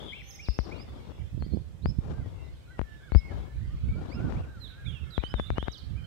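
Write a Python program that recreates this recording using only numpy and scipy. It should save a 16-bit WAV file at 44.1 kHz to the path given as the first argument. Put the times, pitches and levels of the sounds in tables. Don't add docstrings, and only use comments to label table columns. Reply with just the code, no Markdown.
import sys
import numpy as np
from scipy import signal
from scipy.fft import rfft, irfft, next_fast_len
from scipy.io import wavfile
from scipy.ndimage import uniform_filter1d, map_coordinates

SR = 44100
rng = np.random.default_rng(int(sys.argv[2]) if len(sys.argv) > 2 else 0)


def put_to_file(sound):
    columns = np.atleast_2d(sound).T
    safe = np.clip(columns, -1, 1)
    whole_steps = np.round(safe * 32767)
    wavfile.write(sys.argv[1], SR, whole_steps.astype(np.int16))


N = 267246


def amp(db):
    return 10 ** (np.asarray(db) / 20)


def unit(x):
    return x / np.sqrt(np.mean(x ** 2) + 1e-20)


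def along(points, hz):
    f, v = np.transpose(points)
    return np.interp(np.log(hz + 1), np.log(f + 1), v)


def curve(points):
    return np.interp(np.arange(N) / SR, *np.transpose(points))


def wobble(rate_hz, size=N):
    knots = rng.standard_normal(int(size * rate_hz / SR) + 4)
    return map_coordinates(knots, [np.arange(size) * rate_hz / SR])


def filtered(x, response):
    m = next_fast_len(N + SR // 2)
    return irfft(rfft(x, m) * response(np.fft.rfftfreq(m, 1 / SR)), m)[..., :N]


def noise(spectrum):
    return unit(filtered(rng.standard_normal(N), lambda hz: amp(along(spectrum, hz))))


def add(track, s, sound):
    start = max(0, round(s * SR))
    part = track[..., start:start + sound.shape[-1]]
    part += sound[..., :part.shape[-1]]


def panned(x, pan_db):
    return unit(amp([[pan_db / 2], [-pan_db / 2]])) * x


def lagged(pair, lag_s):
    return filtered(pair, lambda hz: np.exp(1j * np.pi * hz * lag_s * np.array([[1], [-1]])))


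def note(rows, rough, overtone_db, shimmer_db=1.5, fade_s=0.0027):
    s, hz, db = np.transpose(rows)
    t = np.arange(s[0], max(s[-1], s[0] + .01), 1 / SR)
    pitch_hz = uniform_filter1d(np.interp(t, s, hz), size=300)
    pitch_hz *= 1 + rough * wobble(603.5, size=len(t))
    phase = 2 * np.pi * np.cumsum(pitch_hz) / SR
    overtones = sum(np.sin(k * phase) * (k * pitch_hz < SR / 2) for k in (2, 3))
    gate = np.clip(np.minimum(t - t[0], t[-1] - t) / fade_s, 0, 1)
    level_db = np.interp(t, s, db) + shimmer_db * wobble(56.0, size=len(t))
    return gate * amp(level_db) * (np.sin(phase) + amp(overtone_db) * overtones)


def bend(u, first, middle, last):
    return np.polyval(np.polyfit([0, .5, 1], [first, middle, last], 2), u)


def arc(s, length_s, first_hz, middle_hz, last_hz, db):
    # share of length, gain in dB.
    swell = [(0, -13.5), (.3, -1), (.55, 1), (1, -4)]
    u = np.linspace(0, 1, num=41)
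    pitch_hz = bend(u, first_hz, middle_hz, last_hz)
    return np.transpose([s + length_s * u, pitch_hz, db + np.interp(u, *np.transpose(swell))])


def phrase(notes, rough, overtone_db, shimmer_db=1.5):
    out = np.zeros(N)
    for rows in notes:
        add(out, rows[0][0], note(rows, rough, overtone_db, shimmer_db))
    return out


def repeated(calls, shape, rough, overtone_db):
    out = np.zeros((2, N))
    for s, top_hz, db, pan_db in calls:
        rows = [(t, share * top_hz, db + swell_db) for t, share, swell_db in shape]
        add(out, s, panned(note(rows, rough, overtone_db), pan_db))
    return out


def stretched(calls, shape, rough):
    out = np.zeros((2, N))
    for s, length_s, top_hz, db, pan_db in calls:
        rows = [(u * length_s, share * top_hz, db + swell_db) for u, share, swell_db in shape]
        add(out, s, panned(note(rows, rough, overtone_db=-39, shimmer_db=3.5), pan_db))
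    return out


def grove(x, echo_db, tail_db, delay_s=0.069, spread_s=0.011):
    # frequency in Hz, T60 in seconds.
    decay = [(1000, 0.36), (3500, 0.64), (6000, 0.52), (12000, 0.092)]
    hz, frame_s, spectra = signal.stft(rng.standard_normal((2, SR)), SR, nperseg=256)
    tail = signal.istft(spectra * amp(-60 * frame_s / along(decay, hz)[:, None]), SR, nperseg=256)[1]
    t = np.arange(tail.shape[1]) / SR
    scatter = rng.standard_normal(tail.shape) * (t > delay_s) * np.exp(-np.abs(t - delay_s) / spread_s)
    reflection = np.arange(len(t)) == round(delay_s * SR)
    echo = unit(unit(scatter) + unit(reflection))
    response = amp(tail_db) * unit(tail) + amp(echo_db) * echo
    return signal.fftconvolve(np.atleast_2d(x), response / np.sqrt(len(t)), axes=1)[:, :N]


def still_air():
    # frequency in Hz, relative density in dB.
    colour = [(88, -44), (150, -11), (201, -13), (302, -10.5), (366, -13.5), (500, -13), (695, -19.5),
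              (3690, -36), (8170, -35), (9000, -39), (12300, -42), (13800, -43), (15500, -60)]
    return amp(-61) * np.array([noise(colour), noise(colour)])


def far_voices(colour, patchy_db):
    spectra = signal.stft([noise(colour), noise(colour)], nperseg=1024)[2]
    patches = uniform_filter1d(rng.standard_normal(spectra.shape[1:]), size=3, axis=0)
    patches = unit(uniform_filter1d(patches, size=9, axis=1))
    return unit(signal.istft(spectra * amp(patchy_db * patches), nperseg=1024)[1][:, :N])


def dawn_chorus():
    # frequency in Hz, relative density in dB.
    high_colour = [(1500, -11), (2000, -2), (2300, -0.5), (2700, -3.5), (3300, -0.5), (3900, -4),
                   (4600, -11), (5400, -13), (7000, -24)]
    low_colour = [(800, -27), (1100, -5), (1350, 1.5), (1700, 1.5), (1950, -12.5), (2400, -38.5)]
    # time in seconds, relative level in dB.
    high_levels = [(0, -59.5), (.3, -61.5), (1.2, -64.5), (1.8, -69), (3.4, -63.5), (4.2, -66),
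                   (5.5, -62.5), (6.06, -65)]
    low_levels = [(0, -67), (1, -76), (2, -79), (3, -73), (4.3, -62), (5.1, -62), (6.06, -65.5)]
    high = amp(curve(high_levels) + .5) * panned(far_voices(high_colour, patchy_db=6.0), pan_db=-6)
    low = amp(curve(low_levels)) * panned(far_voices(low_colour, patchy_db=4.2), pan_db=-2)
    return high + low


def gusts(side, calm_db, calm_eddy_db, rise_db_per_s, fall_db_per_s, eddy_swing):
    # port, start of hold in seconds, hold in seconds, relative rumble in dB, eddy offset in dB.
    events = [("left", 0, 0.0084, -43, 3.6), ("left", 0.698, 0.056, -39, -1.2),
              ("left", 0.893, 0.22, -45, -3.5), ("left", 2.08, 0.051, -37, -5.5),
              ("left", 2.27, .13, -36, -13), ("left", 3.318, 0.079, -32.5, -10.5),
              ("left", 3.47, 0.58, -38, -30.5), ("left", 4.02, 0.24, -37, -6),
              ("left", 4.3, 0.077, -31, -8), ("right", 0.907, 0.071, -39.5, -24),
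              ("right", 1.22, 0.0093, -30, -17.5), ("right", 1.347, .13, -30.5, -13.5),
              ("right", 1.526, 0.04, -30, -4.5), ("right", 1.66, .16, -39.5, -16),
              ("right", 1.846, .06, -28, -11), ("right", 2.087, .11, -29, -20),
              ("right", 2.92, 0.013, -42, -18), ("right", 3.32, .04, -39, -19),
              ("right", 3.58, .2, -32, -18), ("right", 3.84, .15, -29.5, -10),
              ("right", 4.18, .1, -32.5, -1), ("right", 4.37, 0.023, -29.5, -20),
              ("right", 4.57, 0.11, -42, -15), ("right", 4.87, 0.053, -31, -20),
              ("right", 5.02, 0.045, -33, -13.5), ("right", 5.32, .07, -35.5, -13.5),
              ("right", 5.5, 0.052, -31.5, -14), ("right", 5.86, 0.16, -31.5, -18.5)]
    t = np.arange(N) / SR
    rumble_db, eddy_db = np.full(N, float(calm_db)), np.full(N, float(calm_eddy_db))
    for where, s, hold_s, db, offset_db in events:
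        if where == side:
            drop_db = rise_db_per_s * np.maximum(s - t, 0) + fall_db_per_s * np.maximum(t - s - hold_s, 0)
            rumble_db = np.maximum(rumble_db, db - drop_db)
            eddy_db = np.maximum(eddy_db, db + offset_db - eddy_swing * drop_db)
    return rumble_db, eddy_db


def port_wind(levels, eddy_colour, rumble_gain_db, lump_db, eddy_gain_db=2.5):
    # frequency in Hz, relative density in dB.
    rumble_colour = [(15, -46.5), (25, -23), (40, -7), (62, 4), (90, -1.5), (150, -7.5), (250, -31),
                     (500, -50), (1500, -97.5)]
    rumble_db, eddy_db = levels
    lumps = wobble(35)
    rumble = unit(noise(rumble_colour) * amp(2.3 * lumps))
    eddies = unit(noise(eddy_colour) * amp(lump_db * (lumps + wobble(130))))
    return amp(rumble_db + rumble_gain_db) * rumble + amp(eddy_db + eddy_gain_db) * eddies


def wind():
    # frequency in Hz, relative density in dB.
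    rush = [(50, -16), (130, -3), (250, 2.5), (400, -2.5), (700, -9), (1200, -14.5), (2000, -27),
            (4000, -30.5), (7000, -41), (14000, -66)]
    flutter = [(60, -22), (140, 9), (220, 5.5), (400, -9), (700, -24.5), (1200, -43), (3000, -78)]
    # relative calm rumble and eddies in dB, rise and fall in dB/s, eddy-to-rumble slope ratio.
    left_port = (-50, -68, 98, 72.5, 1.5)
    right_port = (-49.5, -66, 246, 164, 1.6)
    left = port_wind(gusts("left", *left_port), rush, rumble_gain_db=0.5, lump_db=2.0)
    right = port_wind(gusts("right", *right_port), flutter, rumble_gain_db=1.5, lump_db=2.5)
    return np.array([left, right])


def hoarse_call():
    # time in seconds, pitch in Hz, relative level in dB.
    contour = [(0, 3157, -48), (.025, 3650, -55), (.04, 3353, -49), (.07, 3595, -48), (.085, 3285, -46),
               (.125, 3085, -55)]
    voice = phrase([contour], rough=0.021, overtone_db=-32.5)
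    return panned(voice, pan_db=12) + panned(grove(voice, echo_db=-5.5, tail_db=-1), pan_db=5)


def chirrup():
    # start in seconds, held pitch in Hz, relative level in dB, pan in dB.
    calls = [(0.121, 2740, -36, 6), (0.388, 2807, -39, 0.5), (0.711, 2835, -41, -2.5),
             (4.113, 2764, -45.5, -25), (4.355, 2790, -47, -19), (4.852, 2830, -46.5, -12),
             (5.188, 2870, -47.5, -13)]
    # offset in seconds, share of held pitch, gain in dB.
    shape = [(0, .71, -10), (.015, 0.84, 4.5), (.027, 0.89, -11), (.042, 1, -8), (.072, 1, -11.5),
             (.088, .88, -8.5), (.103, 0.68, -13)]
    voice = lagged(repeated(calls, shape, rough=.008, overtone_db=-33), lag_s=.00053)
    return amp(-3.5) * (voice + grove(voice, echo_db=-21, tail_db=-10.5))


def whistlers(ripple_hz=27, ripple_db=3.0, fade_db=11, midway_share=.75):
    # start in seconds, length in seconds, top pitch in Hz, relative level in dB, pan in dB.
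    arches = [(2.1, .14, 1610, -60.5, -5), (2.675, 0.097, 1570, -56, -3), (3.002, .1, 1683, -56, -2.5),
              (3.685, .085, 1263, -65, 6), (3.92, .12, 1423, -57.5, 4), (4.16, .16, 1530, -51, 0),
              (4.42, .17, 1593, -53.5, -5), (4.7, 0.19, 1643, -54.5, -2), (5.95, 0.066, 2460, -57.5, -17)]
    scoops = [(1.397, .073, 5270, -62, 4), (1.498, .07, 5240, -64, 3)]
    # share of length, share of top pitch, gain in dB.
    arch_shape = [(0, .91, -8), (.2, .91, -3.5), (0.449, .99, -0.5), (.55, 1, 1.5), (.7, .97, -0.5),
                  (1, .82, -5)]
    scoop_shape = [(0, .9, -5), (.25, .81, -2), (.5, .8, -1), (.75, .87, 1), (1, 1, -5)]
    # start in seconds, length in seconds, first and last pitch in Hz, relative level in dB.
    slurs = [(.15, .34, 797, 790, -67), (0.851, 0.072, 3650, 3490, -65.5),
             (2.202, 0.082, 2144, 1870, -64.5), (2.363, 0.16, 2105, 2033, -66),
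             (2.705, 0.12, 1990, 1883, -61), (2.838, .209, 1775, 1723, -57.5),
             (3.1, .24, 2208, 2163, -53.5), (3.281, .08, 2150, 1550, -56), (3.459, .08, 1700, 1750, -63.5),
             (3.883, .04, 2200, 2287, -55.5), (3.929, 0.04, 2335, 2286, -53)]
    out = stretched(arches, arch_shape, rough=.007) + stretched(scoops, scoop_shape, rough=0.013)
    u = np.linspace(0, 1, num=41)
    for s, length_s, first_hz, last_hz, db in slurs:
        pitch_hz = first_hz + (last_hz - first_hz) * bend(u, 0, midway_share, 1)
        level_db = db + 0.5 - fade_db * np.abs(2 * u - 1) ** 3
        level_db += ripple_db * np.sin(2 * np.pi * ripple_hz * length_s * u)
        whistle = note(np.transpose([length_s * u, pitch_hz, level_db]), rough=0.0044, overtone_db=-40)
        add(out, s, panned(whistle, pan_db=-11))
    return out + grove(out, echo_db=-17.5, tail_db=-8.5)


def squealer():
    # time in seconds, pitch in Hz, relative level in dB.
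    contour = [(0.228, 5800, -65), (0.28, 6180, -54.5), (0.304, 6593, -48), (0.314, 4920, -48.5),
               (0.324, 6060, -54), (0.348, 6570, -51.5), (0.366, 4855, -48)]
    # start and length in seconds, first, middle and last pitch in Hz, relative level in dB.
    notes = [(.41, 0.059, 5600, 5250, 3200, -46.5), (0.47, 0.039, 4000, 5304, 4110, -42),
             (.53, .036, 5100, 5320, 5100, -50), (0.578, .035, 6500, 5120, 4000, -46),
             (.628, .038, 6300, 5150, 4260, -52.5)]
    squeal = phrase([contour], rough=.009, overtone_db=-18)
    twitter = phrase([arc(*row) for row in notes], rough=.016, overtone_db=-28)
    voice = amp(1.5) * squeal + twitter
    trees = grove(voice, echo_db=-7.5, tail_db=-4.5, delay_s=.047)
    return amp(-3.5) * (panned(voice, pan_db=-23) + trees)


def handling_bumps(thump_hz=55.2, thump_life_s=0.013, rub_rise_s=0.01, rub_fall_s=0.0031):
    # start in seconds, relative click in dB, click life in seconds, relative thump in dB.
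    pops = [(0.4862, -19, .0014, -15), (.5893, -12.5, 0.0024, -16.5), (1.4241, -23.5, .0015, -28.5),
            (1.8585, -12, 0.0026, -18), (2.7932, -15, 0.00034, -23), (2.815, -18.5, 0.0033, -24),
            (3.1203, -18, 0.0024, -17), (3.149, -14, 0.0027, -7.5), (5.1795, -12, .0009, -17),
            (5.3407, -12, 0.00039, -19), (5.5038, -12, 0.00044, -19), (5.6277, -18, .0005, -25.5)]
    # click time in seconds, relative level in dB.
    scuffs = [(2.7933, -19.5), (4.3241, -22.5), (5.238, -17), (5.398, -12.5), (5.5826, -10.5),
              (5.6827, -13)]
    scuff_life_s, scuff_thump_db, rub_db = 0.00078, -15.5, -20
    out, t = np.zeros(N), np.arange(SR // 6) / SR
    scuff_pops = [(s, db, scuff_life_s, db + scuff_thump_db) for s, db in scuffs]
    for s, click_db, click_life_s, thump_db in pops + scuff_pops:
        click = amp(click_db + 3) * np.exp(-t / click_life_s)
        thump = amp(thump_db + 6.5) * np.sin(2 * np.pi * thump_hz * t) * np.exp(-t / thump_life_s)
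        add(out, s, click - thump)
    rub_band = signal.butter(1, [250, 1300], "bandpass", fs=SR)
    rub_envelope = np.r_[np.exp(-t[::-1] / rub_rise_s), np.exp(-t / rub_fall_s)]
    for s, db in scuffs:
        grit = unit(signal.lfilter(*rub_band, rng.standard_normal(2 * len(t))))
        add(out, s - len(t) / SR, amp(db + rub_db) * grit * rub_envelope)
    cycles = 58 * t + 0.22 * (1 - np.exp(-t / 0.0021))
    add(out, 3.1575, amp(-5.0) * np.sin(2 * np.pi * cycles) * np.exp(-(t / 0.025) ** 2))
    return signal.lfilter(*signal.butter(2, 2000, "lowpass", fs=SR), out)


def lisp():
    # start in seconds, top pitch in Hz, relative level in dB, pan in dB.
    calls = [(0.745, 5130, -54.5, -10), (1.82, 5310, -50.5, -9), (3.108, 5240, -53.5, -15),
             (4.072, 5186, -55.5, -25), (5.232, 5240, -56, -16)]
    # offset in seconds, share of top pitch, gain in dB.
    shape = [(0, .68, -9.5), (.017, .78, -9), (.05, .92, -1.5), (0.069, 0.97, -0.5), (.08, 1, 3.5),
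             (.095, 0.97, -3)]
    voice = repeated(calls, shape, rough=.005, overtone_db=-32)
    return voice + grove(voice, echo_db=-26.5, tail_db=-15)


def eddy_slaps(side, width_cycles=0.28):
    # port, centre in seconds, relative level in dB, nominal frequency in Hz.
    slaps = [("right", 1.378, -22.5, 170), ("right", 1.465, -24, 184), ("right", 1.537, -16, 195),
             ("right", 1.547, -16.5, 170), ("right", 1.572, -18, 250), ("right", 1.889, -17, 95),
             ("right", 1.988, -11, 108), ("left", 3.893, -14, 60), ("right", 4.248, -20, 120),
             ("right", 5.532, -22.5, 95)]
    out, t = np.zeros(N), np.arange(N) / SR
    for where, s, db, hz in slaps:
        if where == side:
            u = (t - s) * hz / width_cycles
            out -= amp(db + 8) * u / (1 + u * u) ** 2
    return out


def songster():
    # start and length in seconds, first, middle and last pitch in Hz, relative level in dB.
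    notes = [(4.6, 0.082, 4190, 3890, 3100, -47.5), (4.847, 0.07, 3840, 3420, 3190, -43),
             (4.903, 0.092, 3290, 2860, 2540, -51), (5.103, .078, 4070, 3810, 3120, -44),
             (5.101, .014, 4900, 4770, 4600, -56), (5.165, 0.017, 3950, 4000, 3870, -51),
             (5.461, 0.0175, 3600, 3920, 4060, -50.5), (5.225, .058, 2900, 3036, 3170, -42.5),
             (5.335, .138, 3900, 3480, 3750, -43.5), (5.553, .095, 2800, 3143, 3765, -45),
             (5.663, 0.083, 3580, 3840, 3910, -51.5), (5.716, .06, 6560, 3890, 2990, -45),
             (5.77, 0.027, 5200, 4480, 3850, -51.5)]
    voice = phrase([arc(*row) for row in notes], rough=.0055, overtone_db=-31, shimmer_db=2.2)
    trees = grove(voice, echo_db=-7, tail_db=-9, delay_s=.055, spread_s=0.015)
    return panned(voice, pan_db=-30) + panned(trees, pan_db=-10.5)


def port_resonance(x, lift_db=8, centre_hz=12200, half_width_hz=1300):
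    return filtered(x, lambda hz: amp(lift_db / (1 + ((hz - centre_hz) / half_width_hz) ** 2)))


def scene():
    buffeting = wind() + np.array([handling_bumps() + eddy_slaps("left"), eddy_slaps("right")])
    birds = songster() + squealer() + hoarse_call() + lisp() + chirrup() + whistlers()
    return buffeting + port_resonance(birds) + still_air() + dawn_chorus()


def record(dry, low_cut_hz=32, band_limit_hz=15700):
    thinned = signal.sosfilt(signal.butter(3, low_cut_hz, "highpass", fs=SR, output="sos"), dry)
    return filtered(thinned, lambda hz: hz < band_limit_hz)


dry = scene()
out = record(dry)
put_to_file(out)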